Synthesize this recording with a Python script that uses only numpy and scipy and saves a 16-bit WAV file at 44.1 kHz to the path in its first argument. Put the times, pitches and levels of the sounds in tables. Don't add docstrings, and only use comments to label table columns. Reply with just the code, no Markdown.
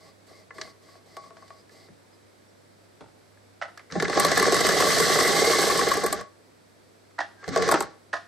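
import sys
import numpy as np
from scipy import signal
from scipy.fft import rfft, irfft
from scipy.io import wavfile
from scipy.ndimage import uniform_filter1d, map_coordinates

SR = 44100
rng = np.random.default_rng(int(sys.argv[2]) if len(sys.argv) > 2 else 0)


def gain_from_db(level_db):
    decades = np.asarray(level_db, float) / 20
    return 10 ** decades


def output_pcm(signal):
    pcm = np.clip(np.atleast_2d(signal).T, -1, 1) * 32767
    wavfile.write(sys.argv[1], SR, np.round(pcm).astype(np.int16))


N = 364707

# low_hz, high_hz, broad_fill_db, contact_length_s, contact_gain_db, left_right_likeness (-1..1),
# left_over_right_db, grain_db
PARTS = [
    (266, 827, -1.5, 0.0017, -2, 0.87, -2, -1.5),
    (823, 2640, -31.5, 0.0021, 0.5, 0.87, 0.5, 1),
    (2805, 7010, 7.5, 0.0034, -9, 0.74, -0.5, 1),
    (6700, 13900, 2.5, 0.0037, -7.5, 0.6, -1.5, 1),
    (927, 1600, -31, 0.0021, -10.5, 0.8, 6, 2),
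]
# start_s, end_s, level_db, cover_ring_db (against the stroke)
STROKES = [
    (0, 0.102, -59.5, -6.5),
    (0.265, 0.423, -59.5, -7),
    (0.541, 0.708, -53.5, -9),
    (0.82, 0.983, -61, -9),
    (1.059, 1.297, -60.5, -9),
    (1.343, 1.613, -64, -18),
    (1.708, 1.868, -59.5, -9),
]
# start_s, descent_db, take_up_db, feed_db
STITCHES = [(3.93, .1, .1, .1), (4.177, .1, 14, -2), (4.375, 12, 7, 4.5), (4.524, 9, 0, -15),
            (4.649, 2.5, 4, -3), (4.771, 0, 8, 5.5), (4.871, -10, -0.5, -6), (4.97, 1, 7, -2),
            (5.066, -26, -4, -2), (5.157, -15, 6, 1.5), (5.247, -16, 0.5, 0.5), (5.335, -23, -2, 0),
            (5.419, -23, 0, 1), (5.503, 2, 5.5, 0), (5.587, 0, 4.5, -1), (5.67, 0.5, 4.5, 0.5),
            (5.758, -15.5, 4.5, 1.5), (5.871, -4, 3.5, -3), (6.043, .1, .1, -11), (6.328, .1, .1, .1)]


def rms_one(x):
    return x / np.sqrt(np.mean(x ** 2) + 1e-20)


def at_hz(points, hz):
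    point_hz, value = np.transpose(points)
    return np.interp(np.log(hz), np.log(np.maximum(point_hz, 1)), value)


def band(x, low_hz, high_hz, order=2):
    edges_hz = [low_hz, min(high_hz, .45 * SR)]
    return signal.sosfilt(signal.butter(order, edges_hz, "band", fs=SR, output="sos"), x)


def drift(rate_hz):
    r = np.exp(-2 * np.pi * rate_hz / SR)
    return rms_one(signal.lfilter([1], [1, -2 * r, r * r], rng.standard_normal(N + SR))[SR:])


def stereo_noise(likeness):
    mid, side = rng.standard_normal((2, N))
    alike = np.clip(likeness, -1, 1)
    return np.sqrt((1 + alike) / 2) * mid + np.sqrt((1 - alike) / 2) * side * [[1], [-1]]


def resonate(x, modes):
    out = 0
    for k, (hz, width_hz, level_db) in enumerate(modes):
        r = np.exp(-np.pi * width_hz / SR)
        gain = gain_from_db(level_db) * (1 - r * r) / 2 * (-1) ** k
        out = out + signal.lfilter([gain, 0, -gain], [1, -2 * r * np.cos(2 * np.pi * hz / SR), r * r], x)
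    return out


def struck(start_s, gains, length_s, rise_s=0.00042):
    clicks = np.full(N, 1e-9)
    np.add.at(clicks, (np.asarray(start_s) * SR).astype(int), gains)
    rise, decay = np.exp(-1 / (rise_s * SR)), np.exp(-1 / (length_s * SR))
    return signal.lfilter([1 - rise], np.convolve([1, -rise], [1, -decay]), clicks)


def knocked(blows, modes, length_s):
    start_s, level_db = np.transpose(blows)
    drive = struck(start_s, gain_from_db(level_db - 19.5), length_s) * rng.standard_normal(N)
    drive[(start_s * SR).astype(int)] += gain_from_db(level_db)
    return band(resonate(drive, modes), 130, 4300) / resonate(signal.unit_impulse(SR // 10), modes).max()


def background():
    # pitch_hz, density_db
    noise_spectrum = [(30, -36), (80, -15), (150, -8.5), (360, -6.5), (560, -7.5), (780, -13.5),
                      (1200, -16.5), (2200, -19.5), (2800, -26), (4600, -22.5), (6800, -29), (8000, -27),
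                      (12800, -34.5), (15000, -41.5)]
    # pitch_hz, likeness (-1..1)
    noise_likeness = [(60, -0.47), (240, 0.11), (950, -0.18), (3770, 0.4), (15000, -0.062)]
    # pitch_hz, level_db (rms)
    hum_tones = [
        (100, -66.5),
        (7800, -82),
    ]
    noise_db = -59 + 2.5

    hz = np.maximum(np.arange(N // 2 + 1) * SR / N, 1)
    spectrum = [(30, -26.0), (80, -9.0)] + noise_spectrum[1:]
    mid, side = rfft(rng.standard_normal((2, N))) * gain_from_db(at_hz(spectrum, hz))
    alike = np.clip(at_hz(noise_likeness, hz), -1, 1)
    noise = irfft(np.sqrt(1 + alike) * mid + np.sqrt(1 - alike) * side * [[1], [-1]], N)
    t, tones = np.arange(N) / SR, 0
    for tone_hz, level_db in hum_tones:
        tones = tones + np.sqrt(2) * gain_from_db(level_db + 1.8 * drift(5)) * np.sin(2 * np.pi * tone_hz * t)
    return gain_from_db(noise_db) * rms_one(noise) * gain_from_db([[-.6], [.6]]) + tones * gain_from_db([[-1.2], [1.2]])


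def handwheel():
    # pitch_hz, width_hz
    singing = [(640, 22), (2050, 250), (4650, 1000)]
    sing_db = [-1.5, -4.5, -2.5]

    t, tones, swell = np.arange(N) / SR, [], 0
    for hz, width_hz in singing:
        mode = [(hz, width_hz, 0)]
        tones.append(rms_one(resonate(resonate(stereo_noise(0.99), mode), mode)))
    for start_s, end_s, level_db, _ in STROKES:
        share = np.clip((t - start_s) / (end_s + 0.021 - start_s), 0, 1)
        swell = swell + gain_from_db(level_db) * np.sin(np.pi * share) ** .5
    return swell * sum(gain_from_db(level_db) * tone for level_db, tone in zip(sing_db, tones))


def time_of(turns):
    return map_coordinates(np.array(STITCHES)[:, 0], [turns], order=3, mode="nearest")


def sliding():
    # start_s, level_db
    motor_load = [
        [(3.89, -73), (3.93, -45.5), (3.99, -42), (4.09, -40.5), (4.16, -28.5), (5.02, -29.5), (5.9, -32),
         (6.07, -36), (6.2, -41.5), (6.32, -85)],
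        [(7.38, -66), (7.494, -45), (7.532, -36), (7.64, -30), (7.718, -30.5), (7.828, -40), (7.892, -56.5),
         (7.96, -65)],
    ]
    # full_load_db, load_share, db_per_speed_doubling
    rubs = [(-31.5, 1.01, .3), (-32.5, .9, 1.2), (-28.5, .95, 5), (-34, .9, 9), (-36.5, 1.4, 1.5)]
    slack_db = [-4, -2, -1.5, 1.5, -0.5]
    stroke_rub_db = [-2, -12, -5, -9.5]
    full_load_db, full_stitches_per_s, burst_stitches_per_s = -31.5, 11.62, 2.94
    slack_turn, slack_width_turns = .83, 0.041

    t, stitch_s = np.arange(N) / SR, np.array(STITCHES)[:, 0]
    load_db = np.max([np.interp(t, *np.transpose(rows), -150, -150) for rows in motor_load], axis=0)
    load_db = load_db - full_load_db
    run_speed = np.interp(t, (stitch_s[1:] + stitch_s[:-1]) / 2, 1 / np.diff(stitch_s))
    speed = np.where(t < motor_load[1][0][0], run_speed, burst_stitches_per_s)
    doublings = np.log2(speed / full_stitches_per_s)
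    turns = np.linspace(0, len(stitch_s) - 1, num=1000)
    phase = np.interp(t, time_of(turns), turns) % 1
    slack = np.exp(-.5 * ((phase - slack_turn) / slack_width_turns) ** 2)
    out = np.array([gain_from_db(full_db + share * load_db + speed_db * doublings + lift_db * slack)
                    for (full_db, share, speed_db), lift_db in zip(rubs, slack_db)])
    for start_s, end_s, level_db, ring_db in STROKES:
        stroke = np.clip(np.minimum((t - start_s) / 0.0087 + .5, (end_s - t) / 0.028 + .5), 0, 1)
        out += stroke * gain_from_db(level_db + np.array(stroke_rub_db + [ring_db]))[:, None]
    return out


def contacts():
    # turn_share, bed_db, arm_db, hook_db, needle_bar_db, cover_db
    cam_table = [(-.02, -15, -32, -27, -31, -24.5), (0.131, -37.5, -21.5, -21, -27, -26.5),
                 (.325, -19.5, -23, -43, -23, -15), (.49, -26, -21.5, -42, -32.5, -48),
                 (0.581, -10.5, -36, -23, -42, -29), (.67, -19, -33, -30, -44, -22),
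                 (.79, -25, -30, -25, -46, -37)]
    cam_motion = [1, 1, 2, 2, 3, 3, 3]
    # start_s, level_db, sharpness_db
    knocks = [(0.31, -38.5, -18), (0.582, -32, 10), (1.885, -38, 8), (3.009, -30, -22), (3.954, -12, -15),
              (3.961, -14, -21), (4.161, -15, -6), (7.595, -11, -22), (7.63, -27, -8), (7.676, -16, 15)]
    # start_s, level_db, sharpness_db
    thuds = [(4.023, -10, 2), (4.08, -16, -1), (4.097, -13, 0.5), (4.172, -8.5, -0.5), (4.316, -8, 2),
             (6.034, -15, -7), (6.041, -13, -9), (6.127, -13.5, -2), (7.478, -20.5, 1), (7.56, -13.5, 2.5),
             (7.688, -15, 6.5)]
    # start_s, level_db, sharpness_db
    arm_clacks = [(.506, -31, -18), (1.693, -51.5, 9), (2.129, -59, 3), (3.373, -50, -8),
                  (3.775, -40, 12), (3.901, -36, -14), (3.911, -42, 11), (3.999, -20, 6.5),
                  (4.051, -17, -14), (4.129, -16.5, -17), (4.283, -21, 5), (7.428, -32, -29),
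                  (7.622, -28, 14), (7.757, -22, -9), (7.771, -24, -10)]
    # start_s, level_db, sharpness_db
    hook_clicks = [(0.582, -19.5, -14), (0.613, -17.5, 9.5), (1.369, -37, .1), (0.678, -55, -0.5),
                   (1.479, -48, 15), (3.922, -22, 9), (4.044, -20, 5), (7.109, -42, -3), (7.44, -21, -3.5),
                   (7.479, -43, 12), (7.488, -35, 21)]
    # start_s, level_db, sharpness_db
    bright_ticks = [(4.197, -9, .1), (6.062, -16.5, 1), (7.713, -10.5, 0.12), (7.823, -25.5, 0.033)]
    # start_s, level_db, sharpness_db
    cover_rings = [(.89, -52, -10), (1.167, -26, 8), (1.236, -47, -2), (1.261, -41, -6), (1.304, -40.5, 3),
                   (1.366, -46, 4), (1.423, -40, -1), (1.502, -48, 10)]
    # start_s, level_db, sharpness_db
    body_slams = [(4.248, -8, -0.5), (6.125, -19, -5), (6.21, -34, 0.5), (7.574, -20, -0.5),
                  (7.721, -16.5, 0), (7.74, -18, 0), (7.805, -19.5, 2.5)]
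    # bed_db, arm_db, hook_db, needle_bar_db, cover_db
    kind_drive = [
        (-2.5, -14.5, -27, -41, -26),
        (1.3, -11.5, -8.5, -17, -9),
        (-9, 2.8, -5, -27, -19.5),
        (-16.5, -10.5, -10, -43, -18),
        (-17.5, -5.5, -9, 0, -1.5),
        (-2.5, -19, -12.5, -28, 0.5),
        (0.5, -11.5, -3.5, -4, 0),
    ]
    sharpness_share = [0, 0.3, 0.99, 2, -0.53]
    # start_s, peak_db, bed_db, cover_db, arm_db
    accents = [(4.372, -7, -16.5, -17, -13.5), (4.425, -5.5, -44.5, -15, -20),
               (4.478, -7.5, -16.5, -27, -22), (4.521, 4, -19.5, -28, -39), (4.564, 3, -40, -15.5, -20),
               (4.589, -9, -44, -30, -40), (4.606, 5, -13.5, -44, -30), (4.648, -1, -18.5, -32, -21.5),
               (4.688, 9.5, -25, -10, -17), (4.738, -14, -18.5, -36, -35), (4.765, -21, -19, -39, -33),
               (4.8, -8, -31, -13, -26), (4.821, -0.5, -31, -24, 8), (4.867, 2, -16.5, -15.5, -36),
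               (4.902, -15.5, -20, -22, -15), (4.927, -24, -30, -45, -31), (4.97, -20, -15.5, -34, -27),
               (4.999, -19, -16, -10, -31), (5.062, -25, -25, -30, -46), (5.079, -34, -28, -39, -41),
               (5.097, -32, -18, -16.5, -42), (5.156, -23, -13, -21.5, -13), (5.186, -25, -28, -12, -30),
               (5.25, -20, -20, -25, -12), (5.29, -17, -17, -34, -23), (5.33, -27, -22, -30, -24),
               (5.363, -19, -20, -22, -43), (5.416, -8, -14, -18, -26), (5.443, -17, -26, -22, -28),
               (5.498, -21, -23.5, -23, -16), (5.585, -12, -15.5, -23, -24), (5.668, -11.5, -16, -23, -22),
               (5.697, -21, -32, -25, -24), (5.751, -39, -18, -16, -27.5), (5.79, -17.5, -20.5, -11, -28),
               (5.869, -9.5, -15.5, -17, -33), (5.915, -13, -25, -8.5, -20.5), (5.948, -18, -26, -35, -45),
               (5.968, -7, -21.5, -16.5, -28)]
    accent_db = [5.5, -2, -22.5, -31, 0]
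    # start_s, peak_db
    arm_taps = [(4.2294, -25), (4.3067, -21), (4.3894, -27), (4.4518, -30), (4.6369, -28), (4.706, -20),
                (5.1477, -32), (5.237, -15), (5.53, -39), (5.5944, -24), (5.6296, -36), (5.7146, -19),
                (5.809, -11), (5.888, -22), (5.9404, -22)]
    # start_s, peak_db
    needle_ticks = [(4.2655, -17), (4.376, -10.5), (4.3947, -22), (4.4265, -20), (4.5433, -22),
                    (4.6092, -18), (4.6668, -13), (4.8838, -20), (4.9845, -30), (5.032, -23), (5.1711, -29),
                    (5.2032, -26), (5.273, -18), (5.3472, -36), (5.5, -24), (5.6161, -25), (5.68, -22),
                    (5.775, -17), (5.8865, -17), (5.9386, -17.5), (5.9703, -20), (6.0377, -15), (6.126, -9)]
    arm_tap_db = [-39, -9.5, -32, -29, -31.5]
    needle_tick_db = [-38.5, -24.5, -26, -5, -40]
    cam_scatter_db, cam_play_s, cam_db, arm_most_db = 2, .001, -4.5, -15

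    cams, stitch = np.array(cam_table), np.arange(2, len(STITCHES) - 2)[:, None]
    chance = rng.standard_normal((len(stitch) * len(cams), len(PARTS) + 1))
    cam_s = time_of((stitch + cams[:, 0]).ravel()) + cam_play_s * chance[:, 0]
    strength_db = np.array(STITCHES)[stitch, cam_motion][:, :, None] + cams[:, 1:]
    cam_level_db = strength_db.reshape(len(cam_s), -1) + cam_scatter_db * chance[:, 1:] + cam_db

    single = []
    kinds = [knocks, thuds, arm_clacks, hook_clicks, bright_ticks, cover_rings, body_slams]
    for rows, drive_db in zip(kinds, kind_drive):
        for start_s, level_db, sharp_db in rows:
            single.append((start_s, level_db + np.array(drive_db) + sharp_db * np.array(sharpness_share)))
    for start_s, peak_db, bed_db, cover_db, arm_db in accents:
        blow_db = [bed_db, min(arm_db, arm_most_db), peak_db, peak_db, cover_db]
        single.append((start_s, np.add(blow_db, accent_db)))
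    for rows, drive_db in [(arm_taps, arm_tap_db), (needle_ticks, needle_tick_db)]:
        single += [(start_s, np.add(peak_db, drive_db)) for start_s, peak_db in rows]
    hit_s = np.append(cam_s, [start_s for start_s, _ in single])
    return hit_s, np.vstack([cam_level_db, [level_db for _, level_db in single]])


def machine(rubbing):
    # pitch_hz, width_hz, level_db
    bed_modes = [(380.3, 78.4, 0.5), (411.6, 57, 10), (467.4, 60, -3), (588, 18.4, 2), (620, 7.3, 3),
                 (811, 8, 5)]
    # pitch_hz, width_hz, level_db
    arm_modes = [(1314, 466, -0.5), (1730, 106, 7), (2030, 146, 2)]
    # pitch_hz, width_hz, level_db
    hook_modes = [(3890, 410, -5.5), (4433, 1040, 17.5), (4475, 1260, 10.5), (6540, 320, -9)]
    # pitch_hz, width_hz, level_db
    needle_bar_modes = [(8410, 600, 9), (7310, 1400, 9.5), (10250, 350, -2), (12900, 240, -11),
                        (14000, 800, -12), (15300, 900, -15.5)]
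    # pitch_hz, width_hz, level_db
    cover_modes = [(1100.3, 63, 26.9), (1155, 53, 26)]
    rattle_rise_s = [0.002, 0.002, 0.0003, 0.00026, 0.01]
    blow_db = [-8, -3, -14, -14.5, -7.5]
    treble_left_db = 10.5

    hit_s, hit_db = contacts()
    out, shared, signs = 0, drift(27.6), rng.choice([-1, 1], len(hit_s))
    for k, modes in enumerate([bed_modes, arm_modes, hook_modes, needle_bar_modes, cover_modes]):
        low_hz, high_hz, fill_db, length_s, rattle_db, likeness, pan_db, grain_db = PARTS[k]

        def part(x):
            body = resonate(x, modes) + gain_from_db(fill_db) * band(x, low_hz, high_hz)
            return band(body, low_hz, high_hz, order=3)

        white = stereo_noise(likeness)
        chatter = gain_from_db(grain_db * (0.92 * shared + drift(86)))
        rattle = struck(hit_s, gain_from_db(hit_db[:, k] + rattle_db), length_s, rattle_rise_s[k])
        drive = white * (rubbing[k] * rms_one(chatter) + rattle) / part(white[0, :SR]).std()
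        blows = np.zeros(N)
        blows[(hit_s * SR).astype(int)] = signs * gain_from_db(hit_db[:, k] + blow_db[k])
        blows /= np.abs(part(signal.unit_impulse(SR // 10))).max()
        out = out + part(drive + blows) * gain_from_db([[pan_db / 2], [-pan_db / 2]])
    return out + band(out, 13000, 17000) * (gain_from_db([[treble_left_db], [-treble_left_db]]) - 1)


def table_top(rubbing):
    # pitch_hz, width_hz, level_db
    table_modes = [(66.5, 99, -8.5), (122, 11, -0.5), (161.1, 21.6, 1.5), (201, 25, 2), (251, 72, -4)]
    # start_s, level_db
    jolts = [
        (0.611, -53),
        (1.89, -42),
        (3.004, -40),
        (3.915, -33),
        (3.953, -17.5),
        (4.021, -29),
        (6.122, -40),
        (7.476, -24),
    ]

    def shake(x):
        return band(resonate(x, table_modes), 40, 340, order=3)

    white, (start_s, level_db) = stereo_noise(-0.28), np.transpose(jolts)
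    drive = gain_from_db(-4.0 + 0.86 * drift(29.9)) * rubbing[0] + struck(start_s, gain_from_db(level_db - 5.5), 0.029)
    return shake(white * drive) / shake(white).std()


def loose_plate():
    # pitch_hz, width_hz, level_db
    plate_modes = [(652, 29, -0.5), (1115, 16, 8), (1597, 300, -15)]
    # start_s, level_db
    touches = [(.01, -57), (.3, -55), (.315, -57), (.33, -65), (.65, -47), (.675, -43), (.69, -57),
               (.888, -49), (.905, -69), (.94, -58), (.955, -45), (.99, -73), (1.168, -32.5), (1.178, -50),
               (1.2, -60), (1.238, -55), (1.262, -52), (1.307, -40.5), (1.369, -41), (1.424, -45),
               (1.505, -36), (6.19, -33), (6.21, -32.5), (7.562, -18), (7.69, -14.5)]
    return knocked(touches, plate_modes, 0.0036)


def whines():
    # start_s, pitch_hz, level_db
    motor_whine = [(4.25, 1953, -36), (4.65, 1996, -29), (4.899, 1940, -34.5), (5.118, 1940, -28),
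                   (5.452, 2101, -29), (5.66, 2170, -38.5), (5.782, 1946, -37), (6.0, 1970, -41)]
    # start_s, length_s, pitch_hz, level_db
    squeaks = [
        (1.573, 0.054, 5000, -63),
        (2.12, 0.037, 5000, -62),
        (2.475, 0.032, 5500, -65),
        (7.37, 0.1, 1600, -51),
        (7.492, 0.08, 270, -33),
        (7.601, 0.041, 450, -22.5),
        (7.667, 0.037, 440, -23.5),
    ]

    t, (start_s, hz, level_db) = np.arange(N) / SR, np.transpose(motor_whine)
    gain = gain_from_db(np.interp(t, start_s, level_db, -120, -120))
    out = gain * drift(88) * np.sin(2 * np.pi * np.cumsum(np.interp(t, start_s, hz)) / SR)
    for squeak_s, length_s, squeak_hz, squeak_db in squeaks:
        swell = np.sin(np.pi * np.clip((t - squeak_s) / length_s, 0, 1))
        out += gain_from_db(squeak_db) * swell * np.sin(2 * np.pi * squeak_hz * t)
    return out


def pedal():
    # start_s, level_db, upper_modes_db, bright_edge_db (last two against the clack)
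    bounces = [(3.007, -27.5, -20, -24), (3.614, -24.5, 8, -18.5), (3.621, -16.5, 3, -25.5),
               (3.630, -30, -13, -16), (3.643, -30, -8, -34), (3.653, -38, 0, -30), (3.683, -35, 5, -26),
               (3.774, -38, 8, -12), (3.794, -34.5, 5, -20), (7.182, -33, 11, -21),
               (7.188, -17.5, 8.5, -19), (7.199, -31, 8, -16), (7.204, -19, 1.5, -14.5),
               (7.213, -23, 3, -27), (7.236, -49, 5, -26), (8.1294, -19.5, 10.5, -18),
               (8.133, -17.5, 7.5, -21), (8.139, -18.5, -25, -19.5), (8.154, -34, 4, -16),
               (8.165, -25, -7, -21)]
    # pitch_hz, width_hz, level_db
    press_low = [(555, 110, -5.5), (710, 150, -1.5), (990, 94, -5), (1300, 110, -2)]
    # pitch_hz, width_hz, level_db
    press_high = [(1530, 300, -3), (1844, 110, -2.5), (2020, 110, -0.5)]
    # pitch_hz, width_hz, level_db
    later_low = [(313, 35, -11), (573, 79, -6), (693, 50, 1.5), (818, 50, -2), (1012, 103, -4.5),
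                 (1253, 60, -4)]
    # pitch_hz, width_hz, level_db
    repress_high = [(1230, 160, -3), (1500, 170, -3), (1700, 140, 1), (1897, 120, -1)]
    # pitch_hz, width_hz, level_db
    release_high = [(1415, 120, -6), (1606, 210, 2), (1838, 150, 1.5), (1970, 120, -9.5)]
    press_end_s, repress_end_s, off_db = 4.5, 8.0, -200

    s, level_db, upper_db, edge_db = np.transpose(bounces)
    white, signs, out = rng.standard_normal((3, N)), rng.choice([-1, 1], len(s)), 0
    first = np.where(s < press_end_s, 0, off_db)
    later = np.where(s < press_end_s, off_db, 0)
    second = np.where(s < repress_end_s, later, off_db)
    last = np.where(s < repress_end_s, off_db, 0)
    high_db = level_db + upper_db
    shells = [(press_low, level_db + first), (press_high, high_db + first), (later_low, level_db + later),
              (release_high, high_db + last), (repress_high, high_db + second)]
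    for k, (modes, strike_db) in enumerate(shells):
        rattle = struck(s, gain_from_db(strike_db - 24.5), 0.0025) + struck(s, gain_from_db(strike_db - 38), 0.014)
        blows = white[k % 2] * rattle
        blows[(s * SR).astype(int)] += signs * gain_from_db(strike_db - 16.5)
        peak = resonate(signal.unit_impulse(SR // 10), modes).max()
        out = out + band(resonate(blows, modes), 190, 2490) / peak
    bright_db = level_db + edge_db
    edge = struck(s, gain_from_db(bright_db - 2.0), 0.0054) + struck(s, gain_from_db(bright_db - 20.0), 0.049)
    out = out + rms_one(band(white[2], 2100, 5960, order=3)) * edge
    return out + gain_from_db(-9) * rms_one(band(white[2], 6100, 11000)) * edge


def frame():
    # pitch_hz, width_hz, level_db
    frame_modes = [(301.7, 49, -3), (640, 190, -5.5), (778, 66, -1.5), (936, 80, -5.5), (1230, 42, -8.5),
                   (1340, 180, -8)]
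    # start_s, level_db
    frame_hits = [(3.009, -41), (3.013, -47), (3.022, -45), (3.04, -47.5), (3.06, -48), (3.085, -52),
                  (7.716, -21), (7.723, -12), (7.741, -12), (7.747, -11.5), (7.758, -22), (7.771, -31),
                  (7.808, -18), (7.826, -46)]
    return knocked(frame_hits, frame_modes, 0.0035)


def room(x):
    t60_s, dull_hz = 0.46, 5000
    t = np.arange(int(.7 * SR)) / SR
    noise = stereo_noise(0.55)[:, :len(t)] * (t > .006)
    dull = band(noise, 101, dull_hz) * gain_from_db(-60 * t / t60_s)
    echo = dull + 3.3 * noise * gain_from_db(-60 * t / (0.28 * t60_s))
    return signal.fftconvolve(x[None], echo / np.sqrt(np.sum(echo ** 2) / 2), axes=1)[:, :N]


def scene():
    rubbing = sliding()
    sewing = machine(rubbing) + handwheel() + whines()
    clacks = pedal()
    sewing += loose_plate() * gain_from_db([[1.5], [-1.5]]) + frame()
    wet = room(gain_from_db(-13) * sewing.mean(axis=0) + gain_from_db(-10.0) * clacks)
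    return sewing + table_top(rubbing) + clacks * gain_from_db([[-1.5], [1.5]]) + wet + background()


def masked(x):
    # pitch_hz, level_db
    faintest = [(2250, -70), (2500, -41), (3300, -42), (3800, -62), (8400, -58), (9300, -43), (13000, -44),
                (14200, -42.5)]
    frame_samples, lead_samples = 2048, 451
    loud_db, stricter_share, waver_db = -23, .16, 2.5

    shape = dict(fs=SR, window="cosine", nperseg=frame_samples)
    hz, _, lines = signal.stft(np.pad(x, ((0, 0), (lead_samples, 0))), **shape)
    power = np.mean(np.abs(lines) ** 2, axis=0)
    total = power.sum(axis=0)
    whole = total * (total / gain_from_db(2 * loud_db)) ** stricter_share
    waver = waver_db * rng.standard_normal((len(hz) // 16 + 1, len(whole)))[np.arange(len(hz)) // 16]
    treble = (hz > faintest[0][0])[:, None]
    least = gain_from_db(2 * (at_hz(faintest, hz + 1)[:, None] + waver)) * treble * whole
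    kept = lines * (uniform_filter1d(power, size=3, axis=0) > least)
    return signal.istft(kept, **shape)[1][:, lead_samples:lead_samples + N]


def low_pass(x):
    return signal.sosfilt(signal.butter(12, 16180, fs=SR, output="sos"), x)


def record(dry):
    return low_pass(masked(dry))


dry = scene()
out = record(dry)
output_pcm(out)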